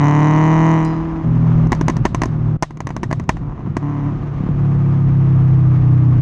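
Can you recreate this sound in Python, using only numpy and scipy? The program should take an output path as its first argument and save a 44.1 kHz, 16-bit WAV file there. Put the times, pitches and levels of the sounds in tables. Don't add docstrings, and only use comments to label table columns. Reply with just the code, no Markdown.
import sys
import numpy as np
from scipy import signal
from scipy.fft import rfft, irfft
from scipy.io import wavfile
from scipy.ndimage import uniform_filter1d

SR = 44100
rng = np.random.default_rng(int(sys.argv[2]) if len(sys.argv) > 2 else 0)


def makeup_ratio(level_db):
    decades = np.asarray(level_db, float) / 20
    return 10 ** decades


def bounce(signal):
    frames = np.transpose(np.atleast_2d(signal))
    limited = np.clip(frames, -1, 1)
    pcm = np.round(limited * 32767).astype(np.int16)
    wavfile.write(sys.argv[1], SR, pcm)


N = 273861


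def rms_one(x):
    return x / np.sqrt(np.mean(x ** 2) + 1e-20)


def in_time(rows):
    s, *columns = np.transpose(rows)
    return [np.interp(np.arange(N) / SR, s, c) for c in columns]


def drift(rate_hz):
    r = np.exp(-2 * np.pi * rate_hz / SR)
    noise = rng.standard_normal(N + SR)
    return rms_one(signal.lfilter([1], [1, -2 * r, r * r], noise)[SR:])


def cut(x, hz, kind, order=2):
    return signal.sosfilt(signal.butter(order, hz, kind, fs=SR, output="sos"), x)


def resonance(x, hz, width_hz):
    r = np.exp(-np.pi * width_hz / SR)
    zeros = np.array([1, 0, -1]) * (1 - r * r) / 2
    poles = [1, -2 * r * np.cos(2 * np.pi * hz / SR), r * r]
    return signal.lfilter(zeros, poles, x + 1e-18)


def fade(clicks, t60_s):
    return signal.lfilter([1], [1, -makeup_ratio(-60 / (t60_s * SR))], clicks + 1e-18)


def coloured(spectrum):
    hz, db = np.transpose(spectrum)
    bins = np.fft.rfftfreq(N, 1 / SR) + 1
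    shape_db = np.interp(np.log(bins), np.log(hz), db, left=-90, right=-140)
    return rms_one(irfft(rfft(rng.standard_normal(N)) * makeup_ratio(shape_db), N))


# time in seconds, four-stroke cycles per second.
ENGINE_SPEED = [(0, 36), (.2, 37.45), (.5, 39.5), (.64, 40.25), (.74, 40.3), (.82, 39.75), (.92, 40.2),
                (1.05, 40.7), (1.17, 40.5), (1.3, 39.9), (1.45, 40.2), (1.6, 39.8), (2.45, 38), (3.7, 36),
                (3.9, 36.3), (4.05, 35.8), (4.65, 35.05), (4.9, 34.5), (5.5, 32.65), (5.8, 31.6),
                (6.21, 30.5)]


def engine_speed():
    return in_time(ENGINE_SPEED)[0]


# opens in seconds, shuts in seconds, bark level in dB, fall in dB per second.
THROTTLE_OPENINGS = [(-.1, 0.714, -19.5, 38.5), (.9, 1.219, -33.5, 400), (3.413, 3.532, -34.5, 607),
                     (3.58, 3.615, -33.5, 1503), (3.653, 3.671, -32.5, 797), (3.828, 4.098, -31, 909)]
OPENS_DB_PER_S = 1507


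def throttle():
    t = np.arange(N) / SR
    openings_db = []
    for opens_s, shuts_s, level_db, fall_db_per_s in THROTTLE_OPENINGS:
        rise_db = OPENS_DB_PER_S * np.maximum(opens_s - t, 0)
        fall_db = fall_db_per_s * np.maximum(t - shuts_s, 0)
        openings_db.append(level_db - rise_db - fall_db)
    return np.max(openings_db, axis=0)


# time in seconds, level in dB, unevenness of the firings 0-1 (limited to 0.95).
OVERRUN_CURVE = [(0, -35, 0.16), (.7, -40, 0), (1.2, -36, 0.2), (1.25, -2.5, 0.3), (1.45, -0.5, .2),
                 (1.68, 0, 0.1), (1.76, -1.5, 0.8), (2.26, -1.5, 0.8), (2.38, -0.5, .3),
                 (2.565, -0.5, 0.08), (2.575, -6, .5), (2.7, -4.5, 0.4), (2.85, -3, 1), (3.3, -4, .9),
                 (3.56, -11, 0.9), (3.75, -6, 0.7), (3.83, -9, 0.2), (4.09, -7.5, 0.2), (4.15, -9.5, 0.7),
                 (4.35, -10, 0.4), (4.5, -6, .6), (4.62, -2, 0.01), (5.1, -2, .05), (6.21, -1, 0.2)]


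def overrun():
    overrun_db, uneven = in_time(OVERRUN_CURVE)
    return overrun_db, np.clip(uneven, 0, .95)


# frequency in Hz, level in dB.
SILENCER_RESPONSE = [(30, -40), (70, -49), (92, -19), (105, -17), (120, -12.5), (130, -10.5), (145, -16),
                     (160, -14.5), (175, -18), (195, -43), (215, -32.5), (240, -25), (262, -34), (320, -32),
                     (350, -36.5), (400, -45), (440, -42.5)]
# order of the engine cycle, phase in degrees,
# level in dB rms at full bark, share of the bark's fall that it follows, overrun level in dB re silencer.
DRONE_ORDERS = [(1, -5, -37.5, .75, 2), (2, -3.5, -44, .75, -5.5), (3, -135, -25, 1, -2),
                (4, -8.5, -10.5, 0.91, 1.5), (5, -32, -28, 0.53, -2), (6, -110, -37, 0.1, 1),
                (7, 164.5, -27.5, .7, -4), (8, -86, -17, 0.56, -4.5), (9, 6.5, -32, 0.9, -2),
                (10, 54, -45, 0.67, 3), (11, 10.5, -45.5, 0.28, -11), (14, 2.5, -54, .75, 0.5)]
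FULL_BARK_DB, LIT_DB = -18, -39
RAGGED_DB = 12


def order_levels(speed, bark_db, overrun_db, uneven):
    hz, passed_db = np.transpose(SILENCER_RESPONSE)
    out_db = 3.0 * np.minimum(bark_db - LIT_DB, 0) - RAGGED_DB * uneven ** 2
    levels = []
    for order, _, full_db, share, pumped_db in DRONE_ORDERS:
        pumped = makeup_ratio(overrun_db + pumped_db + np.interp(order * speed, hz, passed_db))
        fired = makeup_ratio(full_db + share * (bark_db - FULL_BARK_DB) + out_db)
        levels.append(np.hypot(pumped, fired))
    return levels


def drone(cycles, levels, uneven):
    wavers = [drift(32.0) for k in range(4)]
    out = np.zeros(N)
    for i, (row, level) in enumerate(zip(DRONE_ORDERS, levels)):
        angle = 2 * np.pi * row[0] * cycles + np.radians(row[1])
        in_phase = np.sqrt(2 * (1 - uneven ** 2)) + uneven * wavers[i % 4]
        quadrature = uneven * wavers[(i + 1) % 4]
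        out += level * (in_phase * np.cos(angle) + quadrature * np.sin(angle))
    return out


# frequency in Hz, width in Hz, gain in dB.
PIPE_MODES = [(316, 120, -20), (644, 150, -0.5), (1070, 147, 4.5), (1122, 246, -1), (1880, 440, -7),
              (2920, 530, -31.5), (6040, 850, -33)]


def pipe(x):
    out = np.zeros(N)
    for k, (hz, width_hz, gain_db) in enumerate(PIPE_MODES):
        out += (-1) ** k * makeup_ratio(gain_db) * resonance(x, hz, width_hz)
    return out


def shock(clicks, top_hz):
    tip_echo_s, tip_echo_db = .00103, -5.5
    lag = round(tip_echo_s * SR)
    front = cut(cut(fade(clicks, .0055), top_hz, "low", order=3), 200, "high", order=1)
    echo = makeup_ratio(tip_echo_db) * np.array([1, 2, 3, 2, 1]) / 9
    return signal.lfilter([1], np.r_[1, np.zeros(lag - 3), -echo], front)


# relative level, times 4.47 dB at light throttle and 3.47 dB under load.
CYLINDER_FILLING = [-1, -0.5, -1.5, -0.5]
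LONG_RUNNER_S = 0.00032


def bark(cycles, bark_db, uneven):
    load = np.clip((bark_db + 36) / 15, 0, 1)
    fired = np.flatnonzero(np.diff(np.floor(4 * cycles + 0.055))) + 1
    cylinder = np.arange(len(fired)) % 4
    late = np.round((cylinder >= 2) * LONG_RUNNER_S * SR).astype(int)
    at = np.minimum(fired + late, N - 1)
    scatter_db = rng.standard_normal(len(at)) * (.4 + 4 * uneven[at])
    filling_db = np.array(CYLINDER_FILLING)[cylinder] * (4.47 - load[at])
    pulses = np.zeros(N)
    pulses[at] = makeup_ratio(scatter_db + filling_db)

    front = shock(pulses, 1900.0)
    mellow = makeup_ratio(6.5) * resonance(front, 1008.0, 460.0)
    mellow += makeup_ratio(7.0) * resonance(front, 690.0, 100.0)
    mellow += makeup_ratio(2.5) * resonance(front, 470.0, 90.0)
    sharp = front + makeup_ratio(-6.5) * resonance(front, 1700.0, 500.0)
    sharp += makeup_ratio(5.5) * resonance(front, 2200.0, 990.0)
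    sharp += makeup_ratio(8.0) * resonance(front, 2370.0, 120.0)
    sharp += makeup_ratio(4.0) * resonance(front, 3050.0, 350.0)

    puffs = fade(pulses ** 3, 0.019) * rng.standard_normal(N)
    whistle = resonance(resonance(puffs, 6060.0, 1300.0), 6060.0, 1300.0)
    hiss = makeup_ratio(-12.0) * whistle
    hiss += makeup_ratio(-30.5) * cut(puffs, 9500.0, "high")
    hiss += makeup_ratio(-17.0) * resonance(puffs, 3850.0, 500.0)
    hiss += makeup_ratio(-14) * pipe(puffs)

    mixed = cut(mellow + load * (sharp + hiss), 390.0, "high")
    return makeup_ratio(bark_db) * mixed / np.std(cut(mellow + sharp, 270.0, "high"))


def chuff(cycles, speed, overrun_db):
    level_db, scatter_db, db_per_speed, reference_speed = -18.5, 3, 2.5, 40
    at = np.flatnonzero(np.diff(np.floor(cycles + .2))) + 1
    pulse_db = overrun_db[at] + level_db + db_per_speed * (speed[at] - reference_speed)
    pulses = np.zeros(N)
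    pulses[at] = makeup_ratio(pulse_db + scatter_db * rng.standard_normal(len(at)))
    return cut(shock(pulses, 1200.0), 380.0, "high")


# time in seconds, relative level in dB.
MUFFLED_BURNS = [(3.673, -12.5), (4.124, -11.5), (4.238, -24.5), (4.322, -23.5), (4.404, -10.5),
                 (4.437, -9), (4.464, -11.5), (4.489, -7.5)]
# time in seconds, relative level in dB, thump in dB re level, crack in dB re level.
PIPE_BANGS = [(1.6707, -27.5, -6, -14), (1.7201, -3, 0.5, -19), (1.7284, -3, -6.5, -25),
              (1.7497, -21.5, 3.5, -15.5), (1.812, -8.5, 8, -20), (1.8824, -1, -24.5, -19),
              (1.895, -15.5, 13.5, -54.5), (1.899, -9, -10.5, -17), (1.9678, -13.5, 4, -17),
              (2.051, -14, -1, -28), (2.0533, 0, 0.5, -19.5), (2.0586, -7, 1, -32.5),
              (2.1471, -3, -10.5, -21), (2.2185, -2.5, -2.5, -20), (2.235, -6.5, -3.5, -19),
              (2.2566, -16, 9.5, -16.5), (2.625, -2.5, -11, -14.5), (2.6311, -5.5, -30.5, -20.5),
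              (2.7076, -23.5, 2, -23), (2.772, -25, 4, -18), (2.8048, -11.5, -20, -21.5),
              (2.8706, -11, -6, -19), (2.891, -20, -14, -23.5), (2.9051, -14, -5, -30),
              (2.9652, -11, -5.5, -20), (3.032, -8.5, -4.5, -22), (3.035, -26, 10, -34.5),
              (3.0372, -18.5, 9.5, -20), (3.106, -25.5, -17, -21.5), (3.1123, -9, -2, -26),
              (3.1277, -6, -19.5, -20), (3.1983, -17, 6, -21), (3.239, -36, -12, -13),
              (3.2913, -12, 1, -15), (3.2927, 3, -13, -22.5), (3.3694, -20, -6, -26),
              (3.768, -7, 3.5, -21.5)]


def bangs():
    s, level_db, thump_db, crack_db = np.transpose(PIPE_BANGS)
    at = np.round(s * SR).astype(int)
    body, thump, crack, muffled = np.zeros((4, N))
    body[at] = makeup_ratio(level_db)
    thump[at] = makeup_ratio(level_db + thump_db)
    crack[at] = makeup_ratio(level_db + crack_db)
    for burn_s, burn_db in MUFFLED_BURNS:
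        muffled[round(burn_s * SR)] = makeup_ratio(burn_db)
    noise = rng.standard_normal((3, N))

    burst = makeup_ratio(-18.5) * body
    burst += makeup_ratio(5.0) * fade(body, 0.032) * noise[0]
    burst += makeup_ratio(-15.0) * fade(body, 0.075) * noise[1]
    low = makeup_ratio(34.0) * cut(resonance(thump, 290.0, 140.0), 420.0, "low", order=3)
    soft = makeup_ratio(42.5) * resonance(resonance(muffled, 160.0, 120.0), 160.0, 120.0)

    crackle = makeup_ratio(8.5) * fade(crack, .016) + makeup_ratio(-13.5) * fade(crack, 0.076)
    snap = makeup_ratio(21.0) * crack + crackle * noise[2]
    bright = makeup_ratio(-7.5) * cut(snap, 6100.0, "high") + resonance(snap, 6320.0, 990.0)

    tail = fade(body, 0.27) * noise[1]
    after = makeup_ratio(-42.5) * resonance(tail, 3000.0, 2500.0) + makeup_ratio(-40.0) * resonance(tail, 3750.0, 52.0)
    return makeup_ratio(5.0) * shock(body, 1800.0) + pipe(burst) + low + bright + soft + after


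EDGE_SAMPLES = round(.004 * SR)


def falter():
    depth_db, time_constant_s = 3.5, 0.058
    s, level_db = np.transpose(PIPE_BANGS)[:2]
    kicks = np.zeros(N)
    kicks[np.round(s * SR).astype(int)] = makeup_ratio(level_db)
    faltering = fade(kicks, time_constant_s * np.log(1000))
    return -depth_db * uniform_filter1d(faltering, size=EDGE_SAMPLES)


# frequency in Hz, relative level in dB, t60 in seconds.
CLINK_MODES = [(4086, -2, .55), (4942, 0, .55), (5496, -6, .35), (6778, -6, .2), (8400, -16, .15),
               (8893, -6, .2), (9367, -12, .15)]


def clink():
    struck_s, level_db = .848, -47
    t = np.maximum(np.arange(N) / SR - struck_s, 0)
    noise = cut(rng.standard_normal(N), 5000.0, "high")
    out = makeup_ratio(level_db + 17.0 - 60 * t / .03) * (t > 0) * noise
    for hz, mode_db, t60_s in CLINK_MODES:
        out += makeup_ratio(level_db + mode_db - 60 * t / t60_s) * np.sin(2 * np.pi * hz * t)
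    return out


# time in seconds, depth in dB, return time constant in seconds.
LEVEL_DIPS = [(1.672, 5, 1), (2.059, 6.5, 0.14), (2.568, 20.5, 0.41), (3.245, 6.5, 0.061)]


def dips():
    t = np.arange(N) / SR
    db = np.zeros(N)
    for s, depth_db, back_s in LEVEL_DIPS:
        db -= depth_db * (t > s) * np.exp(-np.maximum(t - s, 0) / back_s)
    return uniform_filter1d(db, size=EDGE_SAMPLES)


# time in seconds, tyre roar in dB, wind in dB.
ROAD_LEVELS = [(0, -28, -47), (.5, -30, -32.5), (1.17, -33.5, -29.5), (1.75, -29.5, -21), (2.5, -34, -25.5),
               (3.0, -35, -31), (3.45, -38.5, -26.5), (3.95, -34.5, -34), (4.21, -34, -29),
               (5.05, -32.5, -26.5), (6.21, -32.5, -28)]
# frequency in Hz, relative density in dB per Hz.
ROAR_SPECTRUM = [(250, -0.5), (380, -11.5), (520, -16.5), (700, -14.5), (930, -16.5), (1210, -15),
                 (1350, -21.5), (2400, -31.5), (4560, -47), (6400, -47), (7900, -58), (10300, -70),
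                 (13000, -86.5)]
# frequency in Hz, relative density in dB per Hz.
WIND_SPECTRUM = [(15, -22), (30, -5), (48, 0), (75, -7), (150, -13), (300, -24), (450, -45), (900, -80)]
WIND_DIP_SHARE = 0.9


def road(dip_db):
    roar_db, wind_db = in_time(ROAD_LEVELS)
    roar = makeup_ratio(roar_db + dip_db + 1.1 * drift(21.0)) * coloured(ROAR_SPECTRUM)
    wind = makeup_ratio(wind_db + WIND_DIP_SHARE * dip_db + 0.72 * drift(3.1)) * coloured(WIND_SPECTRUM)
    return roar + wind


def scene():
    speed, bark_db, dip_db = engine_speed(), throttle(), dips()
    cycles = np.cumsum(speed) / SR
    overrun_db, uneven = overrun()
    levels = order_levels(speed, bark_db, overrun_db + falter(), uneven)
    engine = drone(cycles, levels, uneven)
    engine += bark(cycles, np.maximum(bark_db, -60), uneven)
    engine += chuff(cycles, speed, overrun_db)
    return (makeup_ratio(dip_db) * engine + bangs() + clink() + road(dip_db))[None]


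def band_limit(x):
    return signal.sosfilt(signal.butter(12, 15000, fs=SR, output="sos"), x)


def record(dry):
    dull = cut(cut(dry, 7800, "low", order=4), 22, "high")
    rounded = 1.1 * np.tanh(dull / 1.1)
    return band_limit(rounded)


dry = scene()
out = record(dry)
bounce(out)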